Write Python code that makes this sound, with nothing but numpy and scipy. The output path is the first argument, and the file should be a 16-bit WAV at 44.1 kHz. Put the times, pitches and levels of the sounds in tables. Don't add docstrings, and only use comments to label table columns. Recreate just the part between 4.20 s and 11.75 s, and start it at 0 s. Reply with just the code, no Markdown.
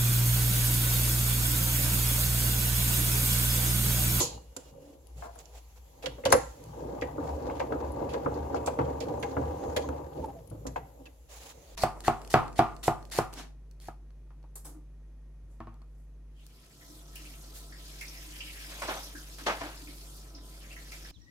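import sys
import numpy as np
from scipy import signal
from scipy.fft import rfft, irfft, next_fast_len
from scipy.io import wavfile
from scipy.ndimage import uniform_filter1d

SR = 44100
rng = np.random.default_rng(int(sys.argv[2]) if len(sys.argv) > 2 else 0)


def waveform_to_disk(signal):
    frames = np.transpose(np.atleast_2d(signal))
    scaled = np.clip(frames, -1, 1) * 32767
    samples = np.round(scaled).astype(np.int16)
    wavfile.write(sys.argv[1], SR, samples)


N = 333041


def amp(db):
    return 10 ** (np.asarray(db) / 20)


def evened(x):
    return x / np.sqrt(np.mean(x ** 2) + 1e-20)


def read(points, hz):
    f, value = np.transpose(points)
    return np.interp(np.log(hz + 1), np.log(f + 1), value)


def curves(rows):
    s, *columns = np.transpose(rows)
    return [np.interp(np.arange(N) / SR, s, column) for column in columns]


def add(mix, s, sound):
    part = mix[..., round(s * SR):][..., :sound.shape[-1]]
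    part += sound[..., :part.shape[-1]]


def colour(x, points, causal=False):
    size = next_fast_len(x.shape[-1] + 2048)
    gain = amp(read(points, np.fft.rfftfreq(size, 1 / SR)))
    if causal:
        cepstrum = irfft(np.log(gain), size)
        gain = np.exp(rfft(2 * cepstrum[:size // 2], size) - cepstrum[0])
    return irfft(rfft(x, size) * gain, size)[..., :x.shape[-1]]


def resonate(x, hz, width):
    turn = np.exp(2j * np.pi * np.cumsum(hz * np.ones(len(x))) / SR)
    r = np.exp(-np.pi * width / SR)
    return 2 * (turn * signal.lfilter([1 - r], [1, -r], x / turn)).real


def drift(samples):
    return evened(uniform_filter1d(uniform_filter1d(rng.standard_normal(N), samples), samples))


def swell(start, end, edge):
    t = np.arange(N) / SR
    return np.clip(np.minimum(t - start, end - t) / edge, 0, 1)


def dying(events, rise_s, t60):
    t, out = np.arange(SR) / SR, np.zeros(N)
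    for s, db in events:
        add(out, s, np.minimum(t / rise_s, 1) * amp(db - 60 * np.maximum(t - rise_s, 0) / t60))
    return out


def band(hz, width):
    return evened(np.array([resonate(resonate(x, hz, width), hz, width)
                            for x in rng.standard_normal((2, N))]))


# frequency in Hz, left-right correlation.
HISS_LIKENESS = [(60, 0.5), (130, 0.43), (290, 0.55), (640, 0.78), (1500, 0), (3000, 0.0067), (15000, 0)]


def hiss(points, patchy_db):
    frames, hz = N // 128 + 9, np.fft.rfftfreq(512, 1 / SR)
    a, b, c, d, patches = rng.standard_normal((frames, 257, 5)).T
    patches = evened(uniform_filter1d(uniform_filter1d(patches, 8, 0), 16, 1))
    same = np.clip(read(HISS_LIKENESS, hz), -1, 1)[:, None]
    left = a + 1j * b
    right = same * left + np.sqrt(1 - same ** 2) * (c + 1j * d)
    z = np.array([left, right]) * amp(read(points, hz)[:, None] + patchy_db * patches)
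    return evened(signal.istft(z, nperseg=512, noverlap=384)[1][:, :N])


# frequency in Hz, time to fall 60 dB in seconds.
ROOM_DECAY = [(100, 0.19), (500, 0.36), (2000, 0.39), (7000, 0.34), (14000, 0.2)]


def room(x):
    taps = np.zeros((2, SR // 2))
    at = np.arange(200, SR // 2 - 20, 20) + rng.integers(0, 20, (2, (SR // 2 - 201) // 20))
    np.put_along_axis(taps, at, rng.choice([-1., 1.], at.shape), 1)
    hz, t, z = signal.stft(taps, SR, nperseg=256)
    fall = amp(-60 * t / np.maximum(read(ROOM_DECAY, hz), .05)[:, None])
    tail = signal.istft(z * fall, SR, nperseg=256)[1]
    return signal.fftconvolve(x[None], tail / np.linalg.norm(tail[0]), axes=1)[:, :N]


# frequency in Hz, relative level in dB.
AIR_COLOUR = [(41, -40.5), (70, 8.5), (186, -51.5), (541, -13), (853, -37), (1370, -69.5), (5370, -53),
              (6900, -41), (8860, -44), (12200, -23.5), (16000, -53.5)]
AIR_DB = -68
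# centre in Hz, width in Hz, level in dB.
AIR_WHINE = (12400, 280, -73.5)
# start and end in seconds, centre in Hz, level in dB.
THIN_HISSES = [(4.96, 5.141, 6460, -72.5), (5.368, 5.56, 6500, -74), (5.58, 5.72, 6460, -70.5),
               (7.377, 7.497, 6430, -76)]


def air():
    hz, width, whine_db = AIR_WHINE
    whine = amp(whine_db) * swell(1.07, 7.0, 0.18) * band(hz, width)
    thin = sum(amp(db) * swell(a, b, 0.047) * band(f, 500) for a, b, f, db in THIN_HISSES)
    return amp(AIR_DB) * hiss(AIR_COLOUR, patchy_db=-1.5) + whine + thin


HUM_HZ = 57.3
# time in seconds, level in dB.
HUM_LEVEL = [(0, -63), (.12, -52), (.82, -65), (.97, -51), (1.14, -55), (3.5, -52.5), (5.9, -64),
             (6.08, -51), (6.27, -57.5), (6.52, -45), (6.67, -58.5), (7.55, -57.5)]
# frequency in Hz, relative level in dB.
RUMBLE_COLOUR = [(15, -32), (30, -9.5), (45, -0.5), (60, 8.5), (85, -5), (110, -52)]
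RUMBLE_DB = -60.5


def hum():
    tone = np.sin(2 * np.pi * np.cumsum(HUM_HZ + 1.81 * drift(samples=4000)) / SR)
    tone *= np.sqrt(2) * amp(curves(HUM_LEVEL)[0] + 2.8 * drift(samples=2500))
    noise = rng.standard_normal((2, N)) + 6 * rng.standard_normal(N)
    return tone + amp(RUMBLE_DB) * evened(colour(noise, RUMBLE_COLOUR))


# frequency in Hz, relative level in dB.
CLOTH_COLOUR = [(150, -16), (400, 1.5), (800, 7.5), (1500, 0), (3000, 0), (6000, -3), (10000, -7.5),
                (16000, -5)]
# frequency in Hz, relative level in dB.
BRUSH_BODY_COLOUR = [(200, -51), (450, 27), (900, 20), (1500, -27), (2500, -25)]
# time in seconds, level in dB.
RUSTLE_LEVEL = [(0, -29.5), (.04, -85), (.14, -60), (.2, -69), (.73, -75.5), (1.2, -66.5), (1.62, -70.5),
                (2.33, -64), (2.8, -67.5), (4.75, -67), (5.55, -63.5), (5.8, -70.5), (7.05, -74),
                (7.35, -66), (7.55, -62.5)]
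# start and end in seconds, level in dB, low body in dB
CLOTH_BRUSHES = [(0.374, 0.53, -65, -5), (0.584, 0.77, -70.5, -1), (0.952, 1.086, -60, 1.5),
                 (1.028, 1.394, -77.5, 13), (1.175, 1.224, -54, -8), (1.321, 1.415, -60, -0.5),
                 (1.547, 1.603, -64, -7), (1.814, 1.874, -64, 16), (3.02, 3.198, -65.5, 18),
                 (5.938, 6.077, -68, -15), (7.084, 7.339, -55, -8.5), (7.275, 7.325, -64, -28),
                 (7.33, 7.561, -72, 6.5)]


def cloth():
    top, body, steady = hiss(CLOTH_COLOUR, 1.4), hiss(BRUSH_BODY_COLOUR, 1.5), hiss(CLOTH_COLOUR, 1.5)
    uneven = amp(1.5 * drift(samples=500))
    brushes = sum(amp(db) * swell(a, b, 0.031) * uneven * (top + amp(body_db) * body)
                  for a, b, db, body_db in CLOTH_BRUSHES)
    return amp(curves(RUSTLE_LEVEL)[0]) * steady + brushes


# start in seconds, pitch in Hz, level in dB,
# time to fall 60 dB in seconds.
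DOOR_RINGS = [(0, 2860, -64, 1), (.37, 2850, -74, 1.1), (.37, 3200, -78, .9)]
WAVER_DB, WAVER_HZ = 4, 5


def door_metal():
    t, out = np.arange(N) / SR, np.zeros(N)
    for s, hz, db, t60 in DOOR_RINGS:
        level = amp(db - 60 * np.maximum(t - s, 0) / t60 + WAVER_DB * drift(samples=1500))
        tone = np.sin(2 * np.pi * np.cumsum(hz + WAVER_HZ * drift(samples=2000)) / SR)
        out += (t > s) * level * tone
    return out


# start and length in seconds,
# pitch from and to in Hz, mean level in dB.
UNSTEADY_TONES = [(0.44, 0.46, 554, 536, -61), (0.616, 0.18, 293, 285, -59), (4.11, 0.038, 850, 810, -44),
                  (4.872, 0.051, 872, 746, -41), (5.422, 0.032, 792, 810, -42.5),
                  (5.63, 0.032, 1013, 1016, -47), (6.02, 0.046, 936, 830, -41.5),
                  (6.073, 0.05, 817, 790, -47), (6.133, 0.09, 690, 636, -53.5),
                  (6.855, 0.026, 2630, 2630, -56.5)]
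UNEVEN_DB = 3.5


def creaks():
    out = np.zeros(N)
    for s, length, from_hz, to_hz, db in UNSTEADY_TONES:
        hz = np.linspace(from_hz, to_hz, round(length * SR))
        jitter = 1 + 0.21 * uniform_filter1d(rng.standard_normal(len(hz)), 100)
        uneven = evened(uniform_filter1d(rng.standard_normal(len(hz)), size=300))
        tone = np.sin(2 * np.pi * np.cumsum(hz * jitter) / SR)
        add(out, s, np.sqrt(2) * amp(db + UNEVEN_DB * uneven) * tone * np.hanning(len(hz)))
    return out


def rattle(t60, clicks_per_s, spread_db, first_db):
    t, (when, size, sign) = np.arange(8000) / SR, rng.random((3, 8000))
    bounces = (when < clicks_per_s / SR) * amp(spread_db * np.log(size + 1e-3)) * np.sign(sign - .5)
    bounces[0] = amp(first_db)
    return bounces * amp(-60 * (t / max(t60, .003)) ** 1.71)


# pitch in Hz, relative level in dB, time to fall 60 dB in seconds.
CRANK_MODES = [(2060, -6, 0.068), (2674, -13, 0.038), (3370, -1, 0.027), (3750, -11.5, 0.019),
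               (4410, 1, 0.029), (4880, -1, 0.028)]
METAL_DB, METAL_FALL_DB = -29.5, 14


def metal(clicks, ring_hz):
    hz, db, t60 = np.transpose(CRANK_MODES)[:, :, None]
    t = np.arange(2000) / SR
    level_db = db - METAL_FALL_DB * abs(np.log2(hz / ring_hz))
    modes = amp(level_db - 60 * t / t60) * np.sin(2 * np.pi * hz * t)
    return amp(METAL_DB) * signal.oaconvolve(clicks, modes.sum(0))[:len(clicks)]


# start in seconds,
# dry peak before panning in dB, ring in Hz, time for the rattle to fall 60 dB in seconds,
# left-right difference in dB.
BRIGHT_TICKS = [(0.0034, -21.5, 6770, 0.14, 2), (.004, -33.5, 4230, 0.3, 3.5), (0.365, -33, 7200, 0.024, 0),
                (0.87, -58.5, 10200, 0.01, 24), (1.155, -55, 10300, 0.032, 10),
                (1.189, -46.5, 7160, 0.012, -15), (1.256, -48, 5500, 0.013, -1),
                (1.8255, -40, 2380, 0.093, -2), (1.8585, -30.5, 2850, 0.034, -15),
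                (2.0532, -22, 2980, 0.044, 2), (2.103, -35, 6200, 0.03, -4), (2.12, -23.5, 4500, 0.055, 0),
                (2.1242, -12.5, 10800, 0.019, 1.5), (2.1256, -23, 5900, 0.039, 0),
                (2.14, -45.5, 7160, 0.47, -0.5), (2.439, -43.5, 10200, 0.013, -3),
                (2.165, -37.5, 10550, 0.028, 6.5), (2.46, -56, 10000, 0.011, 6),
                (2.813, -41, 2580, 0.024, -12.5), (2.819, -45, 2550, 0.053, -9),
                (3.091, -54.5, 4730, 0.028, 4.5), (3.223, -56, 4700, 0.085, 1),
                (3.262, -56, 4570, 0.092, -3), (3.308, -53, 2740, 0.068, -1),
                (3.3524, -49, 2500, 0.093, -1.5), (3.3962, -37.5, 2540, 0.052, -7),
                (3.523, -51, 2580, 0.03, -2), (3.719, -58, 10100, 0.022, 22), (3.892, -44, 2440, 0.16, -2),
                (3.936, -38.5, 3170, 0.044, -2), (4.1413, -50.5, 4480, 0.029, -5),
                (4.345, -48, 5040, 0.06, -9.5), (4.3646, -45, 2556, 0.05, 2),
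                (4.461, -35.5, 7800, 0.061, -6), (4.472, -38, 2550, 0.053, 6.5),
                (4.587, -47.5, 2770, 0.058, 1), (4.615, -49, 3210, 0.018, -4),
                (4.647, -51.5, 2700, 0.049, -7), (4.804, -43.5, 4930, 0.027, -21.5),
                (4.807, -39.5, 2400, 0.081, -6), (4.838, -47, 4300, .02, 2), (4.885, -49, 2630, 0.026, 0.0),
                (4.999, -53, 9900, 0.038, 13), (5.027, -36.5, 2250, 0.041, -3),
                (5.1116, -52.5, 4286, 0.033, -5), (5.253, -55, 2650, 0.028, -4.5),
                (5.5641, -24, 2096, 0.047, 0), (5.62, -49.5, 4200, 0.045, 0),
                (6.058, -54.5, 10030, 0.014, 16), (5.933, -58, 2400, 0.025, 9),
                (5.975, -56, 2400, 0.023, 3), (6.021, -59, 2500, 0.035, 4), (6.187, -58.5, 2070, 0.033, 6),
                (6.2746, -56.5, 10000, 0.014, 20), (6.3, -55.5, 10100, 0.024, 19),
                (6.4667, -38.5, 6540, 0.039, -3.5), (6.561, -44, 1900, 0.057, -4),
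                (6.856, -48.5, 2665, 0.051, -3), (7.292, -52, 6980, 0.056, -8)]
# frequency in Hz, relative level in dB.
CLICK_COLOUR = [(500, -27), (1500, -32), (2500, -1), (5000, 3), (8000, -4.5), (12000, 4), (16000, -22)]
RIGHT_LAG = 18


def ticks():
    out = np.zeros((2, N))
    for s, db, hz, t60, pan_db in BRIGHT_TICKS:
        shared = rattle(t60, 6000, 8.0, 3.64)
        dull = [(0.32 * hz, -6), (hz, 0), (1.9 * hz, -5), (3.0 * hz, -16)]
        heard = []
        for _ in range(2):
            clicks = shared + 3.03 * rattle(t60, 6000, 0.7, 1.0)
            broad = colour(colour(clicks, CLICK_COLOUR), dull)
            heard.append(broad + 1.7 * resonate(clicks, hz, 1100) + metal(clicks, hz))
        left, right = heard
        tick = np.array([left * amp(pan_db / 2), np.roll(right, RIGHT_LAG) * amp(-pan_db / 2)])
        add(out, s, amp(db) * tick / abs(left).max())
    return out


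# frequency in Hz, relative level in dB.
FRAME_COLOUR = [(150, -27), (350, 5.5), (600, 3), (1200, 9.5), (2000, 4), (3500, -4), (8000, -42.5)]
# frequency in Hz, radians by which the left one leads.
LEFT_LEAD = [(100, .1), (250, 0.1), (400, 0.16), (520, 0.87), (700, 2.8), (890, 3.1), (980, 6.6),
             (1200, 7.3), (1390, 9), (1540, 11.7), (1730, 14), (1900, 14.6), (2100, 19.2)]
WOOD_KNOCK_T60_S, WOOD_TAIL_DB, WOOD_TAIL_T60_S = 0.072, -17, 0.15
WOOD_APART = 0.25


def woodwork(t):
    f = np.fft.rfftfreq(len(t), 1 / SR)
    shared, left, right = rng.standard_normal((3, len(t)))
    fall = amp(-60 * t / WOOD_KNOCK_T60_S) + amp(WOOD_TAIL_DB - 60 * t / WOOD_TAIL_T60_S)
    heard = []
    for own, side in ((left, .5), (right, -.5)):
        response = amp(read(FRAME_COLOUR, f)) * np.exp(1j * side * read(LEFT_LEAD, f))
        heard.append(irfft(rfft(shared + WOOD_APART * own) * response, len(t)))
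    return fall * np.array(heard)


# centre pitch in Hz, relative level in dB, time to fall 60 dB in seconds.
PANEL_MODES = [(74, -6.5, 0.42), (108, -7.5, 0.13), (150, -17, 0.12), (267.4, -3.5, 0.1),
               (290, -0.5, 0.064), (304.6, -1.5, 0.067), (333.6, -8, 0.12), (374, -6.5, 0.041),
               (459.3, -3, 0.1), (504, -3, 0.13), (546, -2.5, 0.088), (614, 1.5, 0.06), (701.6, 2.5, 0.095),
               (789, 1.5, 0.058), (870.6, -3, 0.053), (928.6, -2, 0.043), (996, -1, 0.037),
               (1032, -2.5, 0.029), (1125, -16.5, 0.096), (1220, -10, 0.029), (1378, 0, 0.019),
               (1450, -3, 0.017), (1624, 0.5, 0.012), (1665, -8, 0.042), (1680, -17, 0.039),
               (1770, -29.5, 0.006), (1980, -2, 0.02), (2103, -4, 0.021), (2200, -11, 0.0085),
               (2256, -17, 0.048), (2360, -17, 0.017), (2630, -3, 0.018)]
# frequency in Hz, left-right difference in dB.
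PANEL_BALANCE = [(300, 0), (480, -1), (620, -0.5), (850, 10.5), (1200, 6.5), (2000, 2.5)]
DETUNE, SCATTER = 0.028, 0.99


def cabinet(force):
    hz, db, t60 = np.transpose(PANEL_MODES)[:, :, None]
    t = np.arange(10000) / SR
    start = np.pi * np.arange(len(hz))[:, None] + 2.87 * rng.random(hz.shape)
    hz = hz * (1 + DETUNE * (rng.random(hz.shape) - .5))
    lead = read(LEFT_LEAD, hz) + SCATTER * np.minimum(hz / 500, 1) * rng.standard_normal(hz.shape)
    heard = [(amp(db + side * read(PANEL_BALANCE, hz)) * np.exp(1j * (start + side * lead)))[:, 0]
             for side in (.5, -.5)]
    rings = (np.array(heard) @ np.exp((2j * np.pi * hz - np.log(1000) / t60) * t)).imag
    response = (rings + woodwork(t)) * np.minimum(t / 0.00093, 1)
    return signal.oaconvolve(force[None], response, axes=1)[:, :N]


# start in seconds, dry peak in dB, hardness in dB, time for the rattle to
# fall 60 dB in seconds, pitch of the spot struck in Hz, bass weight in dB, relative knock near 1 kHz in dB.
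WOOD_THUDS = [(0.006, -23, -47, 0.13, 400, -22, -6.5), (0.364, -35.5, -26, 0.05, 413, 5, -7),
              (1.022, -32, -13, 0.19, 653, -19, 7), (1.158, -41.5, -20, 0.043, 650, -23, 1),
              (1.839, -31.5, -33, 0.1, 516, -32, -8.5), (1.862, -28, -11.5, 0.041, 546, -28, -6),
              (1.981, -36, -40, 0.062, 504, -59, -19), (2.037, -30.5, -11.5, 1, 510, -13, -15),
              (2.056, -15.5, -19.5, 0.045, 515, -23, -4.5), (2.104, -22, -27, 0.045, 510, -28.5, -7),
              (2.125, -3.5, -9, 0.025, 511, -48, 3.5), (2.138, -13, -37.5, 0.059, 528, -28, -10.5),
              (2.821, -20.5, -11.5, 0.023, 564, 3, -15.5), (2.981, -24.5, -50, 0.061, 282, -19, -8),
              (3.297, -29.5, -8, 0.036, 477, -21, 4), (3.401, -19.5, -13, 0.017, 516, -35, -7.5),
              (3.522, -19, -23.5, 0.058, 400, -20, -7.5), (3.803, -30, -42, 0.13, 480, -1, -13),
              (3.941, -23.5, -22.5, 0.041, 486, -27, -7), (4.06, -18, -24.5, 0.029, 304, -22, -1),
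              (4.344, -20, -28, 0.018, 790, -34, -1), (4.361, -31.5, -12, 0.027, 510, -28, -7),
              (4.475, -19, -25, 0.035, 596, -18, -3), (4.589, -15.5, -25, 0.055, 322, -2, -4),
              (4.653, -32, -33, 0.039, 510, -9, -19), (4.807, -29.5, -23.5, 0.018, 580, -18, -16.5),
              (4.828, -33, -30, 0.025, 499, -20, -30), (4.885, -42, -19, 0.014, 816, -15, 2),
              (5.03, -25.5, -8.5, 0.029, 453, -11, -2.5), (5.167, -19, -24.5, 0.037, 268, 2.5, -2),
              (5.565, -19, -29, 0.027, 510, -26, -14), (5.687, -27, -28.5, 0.036, 283, -18, -6),
              (5.969, -32, -49, 0.32, 255.2, -21, -47), (6.313, -38, -47, 0.17, 266, 6, -10),
              (6.453, -28, -58, 0.056, 255, 3.5, -12), (6.466, -33.5, -16, 0.083, 274, -19, -5),
              (6.559, -23, -13, 0.05, 805, -39.5, -2.5), (6.794, -44.5, -49.5, 0.05, 290, -20, -27),
              (6.859, -46.5, -12, 0.092, 280, -10, -10.5)]


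def thuds():
    out = np.zeros((2, N))
    for s, db, hard_db, t60, hz, bass_db, knock_db in WOOD_THUDS:
        shape = [(150, bass_db), (240, 0.018), (620, 0.0082),
                 (800, knock_db + 6.0), (1030, knock_db + 9.0), (1400, knock_db + 8.5),
                 (1900, hard_db + 19), (6000, hard_db), (12000, hard_db - 12)]
        blow = colour(rattle(t60, 1500, 5.8, 12.8), shape, causal=True)
        blow += 3.33 * resonate(blow, hz, 84)
        ring = cabinet(blow)[:, :14000]
        add(out, s, amp(db) * ring / abs(ring).max())
    return out


CATCHES_PER_S, CATCH_DB, CATCH_T60_S = 80, -4, .02


def teeth(points):
    size_db = 2.9 * np.minimum(rng.exponential(1, N), 4) + 1.5 * drift(samples=700)
    size = amp(size_db) * rng.choice([-1, 1], N)
    catches = (rng.random(N) < CATCHES_PER_S / SR) * amp(CATCH_DB) * rng.exponential(1, N)
    fall = amp(-60 * np.arange(3000) / SR / CATCH_T60_S)
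    size = size * (1 + signal.oaconvolve(catches, fall)[:N])
    contacts = (rng.random(N) < 2600 / SR) * size
    spot = rng.integers(0, 3, N)
    direct = colour(sum(cabinet(contacts * (spot == k)) for k in range(3)), points)
    return evened(direct + amp(-16.0) * room(direct[0]))


# frequency in Hz, relative level in dB.
CHATTER_COLOUR = [(1000, -3), (1500, 14), (2500, -4.5), (4500, -3), (6500, -8.5), (9000, -22)]
CHATTER_PER_S, CHATTER_SPREAD_DB, CHATTER_T60_S = 130, 2.4, .045


def chatter():
    size = amp(CHATTER_SPREAD_DB * np.minimum(rng.exponential(1, N), 4))
    when = (rng.random(N) < CHATTER_PER_S / SR) * size
    part, out = rng.integers(0, 3, N), np.zeros((2, N))
    fall = amp(-60 * np.arange(2000) / SR / CHATTER_T60_S)
    for k in range(3):
        envelope = signal.oaconvolve(when * (part == k), fall)[:N]
        out += envelope * rng.standard_normal((2, N))
    return evened(colour(out, CHATTER_COLOUR))


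# start in seconds, mean throb pitch in Hz,
# throb peak in dB before its waver, share of the turn at which it peaks (0-1), push in dB.
CRANK_TURNS = [(2.44, 71.8, -70, 0.5, -61), (2.982, 72.2, -38, 0.33, -43), (3.523, 71.8, -37, 0.32, -40.5),
               (4.058, 74, -38, 0.3, -36.5), (4.587, 74, -38, 0.2, -33.5), (5.166, 74.8, -36, 0.18, -37),
               (5.69, 73.6, -38.5, 0, -56)]
LAST_TURN_END_S = 6.2
THROB_START_DB, THROB_DIP, THROB_DIP_DB = -9.5, 0.6, -21
THROB_BACK, THROB_BACK_DB, THROB_END, THROB_END_DB = .61, -4.5, .92, -18.5


def throb():
    starts, rows = [row[0] for row in CRANK_TURNS] + [LAST_TURN_END_S], []
    for (s, hz, db, peak, _), end in zip(CRANK_TURNS, starts[1:]):
        shape = [(0, THROB_START_DB), (peak, 0), (THROB_DIP, THROB_DIP_DB),
                 (THROB_BACK, THROB_BACK_DB), (THROB_END, THROB_END_DB)]
        rows += [(s + share * (end - s), hz, db + rel_db) for share, rel_db in shape]
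    hz, db = curves(rows)
    phase = 2 * np.pi * np.cumsum(hz + 1.43 * drift(samples=3000)) / SR
    tone = np.sin(phase) + 0.13 * np.sin(2 * phase + 0.7)
    level = np.sqrt(2) * amp(db + 2.9 * drift(samples=1500))
    return level * tone * swell(starts[0], LAST_TURN_END_S, 0.055)


# time in seconds, grind in dB, its upper part in dB, boom in dB.
PANEL_MURMUR = [(0, -54, -44.5, -47), (.17, -55.5, -55.5, -44), (0.261, -70, -72, -63),
                (0.621, -60.5, -66, -62), (.86, -67, -72.5, -66), (1.2, -70, -70, -64),
                (1.6, -77, -73, -65), (1.9, -59.5, -59, -56), (2.33, -62.5, -63.5, -58.5),
                (2.53, -52.5, -58.5, -45.5), (2.62, -39, -49, -55), (2.9, -46.5, -50.5, -47),
                (3.3, -39.5, -45, -46), (5.55, -41.5, -47, -44.5), (5.94, -46.5, -54.5, -52.5),
                (5.99, -43.5, -56, -46), (6.1, -48, -56.5, -51), (6.27, -62, -69.5, -48),
                (6.42, -60, -66.5, -44), (6.85, -64.5, -65.5, -58.5), (7.0, -75, -79.5, -73.5),
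                (7.34, -67, -74, -59), (7.55, -62.5, -93, -58.5)]
# share of the turn (0-1), grind in dB, its upper part in dB, boom in dB.
TURN_STROKE = [(0, 4, 0, -5), (.08, 2, 4, -1), (.2, 1.5, 6.5, -2.5), (.32, 1, 2.5, -1), (.43, -1.5, 1, -1),
               (.55, 5.5, 5.5, 1), (.68, 1.5, 3.5, -1), (.8, 1, 4.5, -0.5), (.93, 1.5, 0.5, -4.5),
               (1, 1.5, 1.5, -1.5)]
# pitch in Hz, width in Hz, relative level in dB.
SIDE_PANEL = [(113, 65, 5.5), (141.9, 14.7, -4.5)]
# start in seconds, level in dB.
PANEL_LEANS = [(0, -38.5), (.52, -55), (.96, -48), (1.87, -51), (2.055, -34.5), (2.13, -40.5), (2.61, -46),
               (2.81, -47), (6.0, -47), (6.31, -41.5), (6.452, -44.5)]
PUSH_RISE_S, PUSH_T60_S = 0.0034, 0.34
SHAKE_DB, SHAKE_UPPER_DB, SHAKE_T60_S = -22.5, -30, 0.14
CHATTER_DB = -22


def winding():
    starts = [row[0] for row in CRANK_TURNS] + [LAST_TURN_END_S]
    share = np.interp(np.arange(N) / SR, starts, np.arange(len(starts))) % 1
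    at, *stroke = np.transpose(TURN_STROKE)
    grind_db, upper_db, boom_db = [level + np.interp(share, at, offset)
                                   for level, offset in zip(curves(PANEL_MURMUR), stroke)]
    lower = teeth([(100, -16.5), (220, -0.5), (300, -2.0), (420, 1.5), (600, -2.0), (800, -21.0), (1200, -41.5)])
    upper = teeth([(400, -39), (650, -13), (800, 4.5), (1000, -4.5),
                   (1200, -2), (1400, -15), (1700, -18), (2500, -19.5)])
    shake = dying([row[:2] for row in WOOD_THUDS], 0.019, SHAKE_T60_S)
    grind = (amp(grind_db) + amp(SHAKE_DB) * shake) * lower
    grind += (amp(upper_db) + amp(SHAKE_UPPER_DB) * shake) * upper
    grind += amp(upper_db + CHATTER_DB) * swell(starts[0], starts[-1], 0.054) * chatter()
    push = rng.standard_normal(N)
    boom = sum(amp(db) * evened(resonate(resonate(push, hz, w), hz, w)) for hz, w, db in SIDE_PANEL)
    pushes = dying([(row[0], row[4]) for row in CRANK_TURNS] + PANEL_LEANS, PUSH_RISE_S, PUSH_T60_S)
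    return grind + evened(boom) * (amp(boom_db) + pushes) + throb()


def scene():
    background = air() + hum() + cloth() + door_metal() + creaks()
    high, low = ticks(), thuds()
    wet = amp(-15.0) * room(low[0]) + amp(-9.5) * room(high.mean(0))
    return background + high + low + wet + winding()


# frequency in Hz, gain in dB.
PORT_COLOUR = [(25, -16.5), (45, 2), (100, -1), (5500, 4.5), (7000, 10), (8000, 5.5), (8900, -2.5),
               (9700, 5.5), (10500, 4), (12400, -2), (14000, 2.5), (15800, 0), (16200, -34)]
# frequency in Hz, left-right difference in dB.
PORT_MISMATCH = [(200, 1), (380, -0.5), (700, -3), (1290, 0.5), (2380, -1), (4400, -2), (7500, -7),
                 (10500, 14), (15000, -3)]
EDGE_HZ = 16450


def record(dry):
    ports = []
    for x, side in zip(dry, (.5, -.5)):
        mismatch = [(hz, side * db) for hz, db in PORT_MISMATCH]
        ports.append(colour(colour(x, PORT_COLOUR), mismatch))
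    lowpass = signal.firwin(511, EDGE_HZ, window=("kaiser", 9), fs=SR)
    return signal.oaconvolve(np.array(ports), lowpass[None], "same")


dry = scene()
out = record(dry)
waveform_to_disk(out)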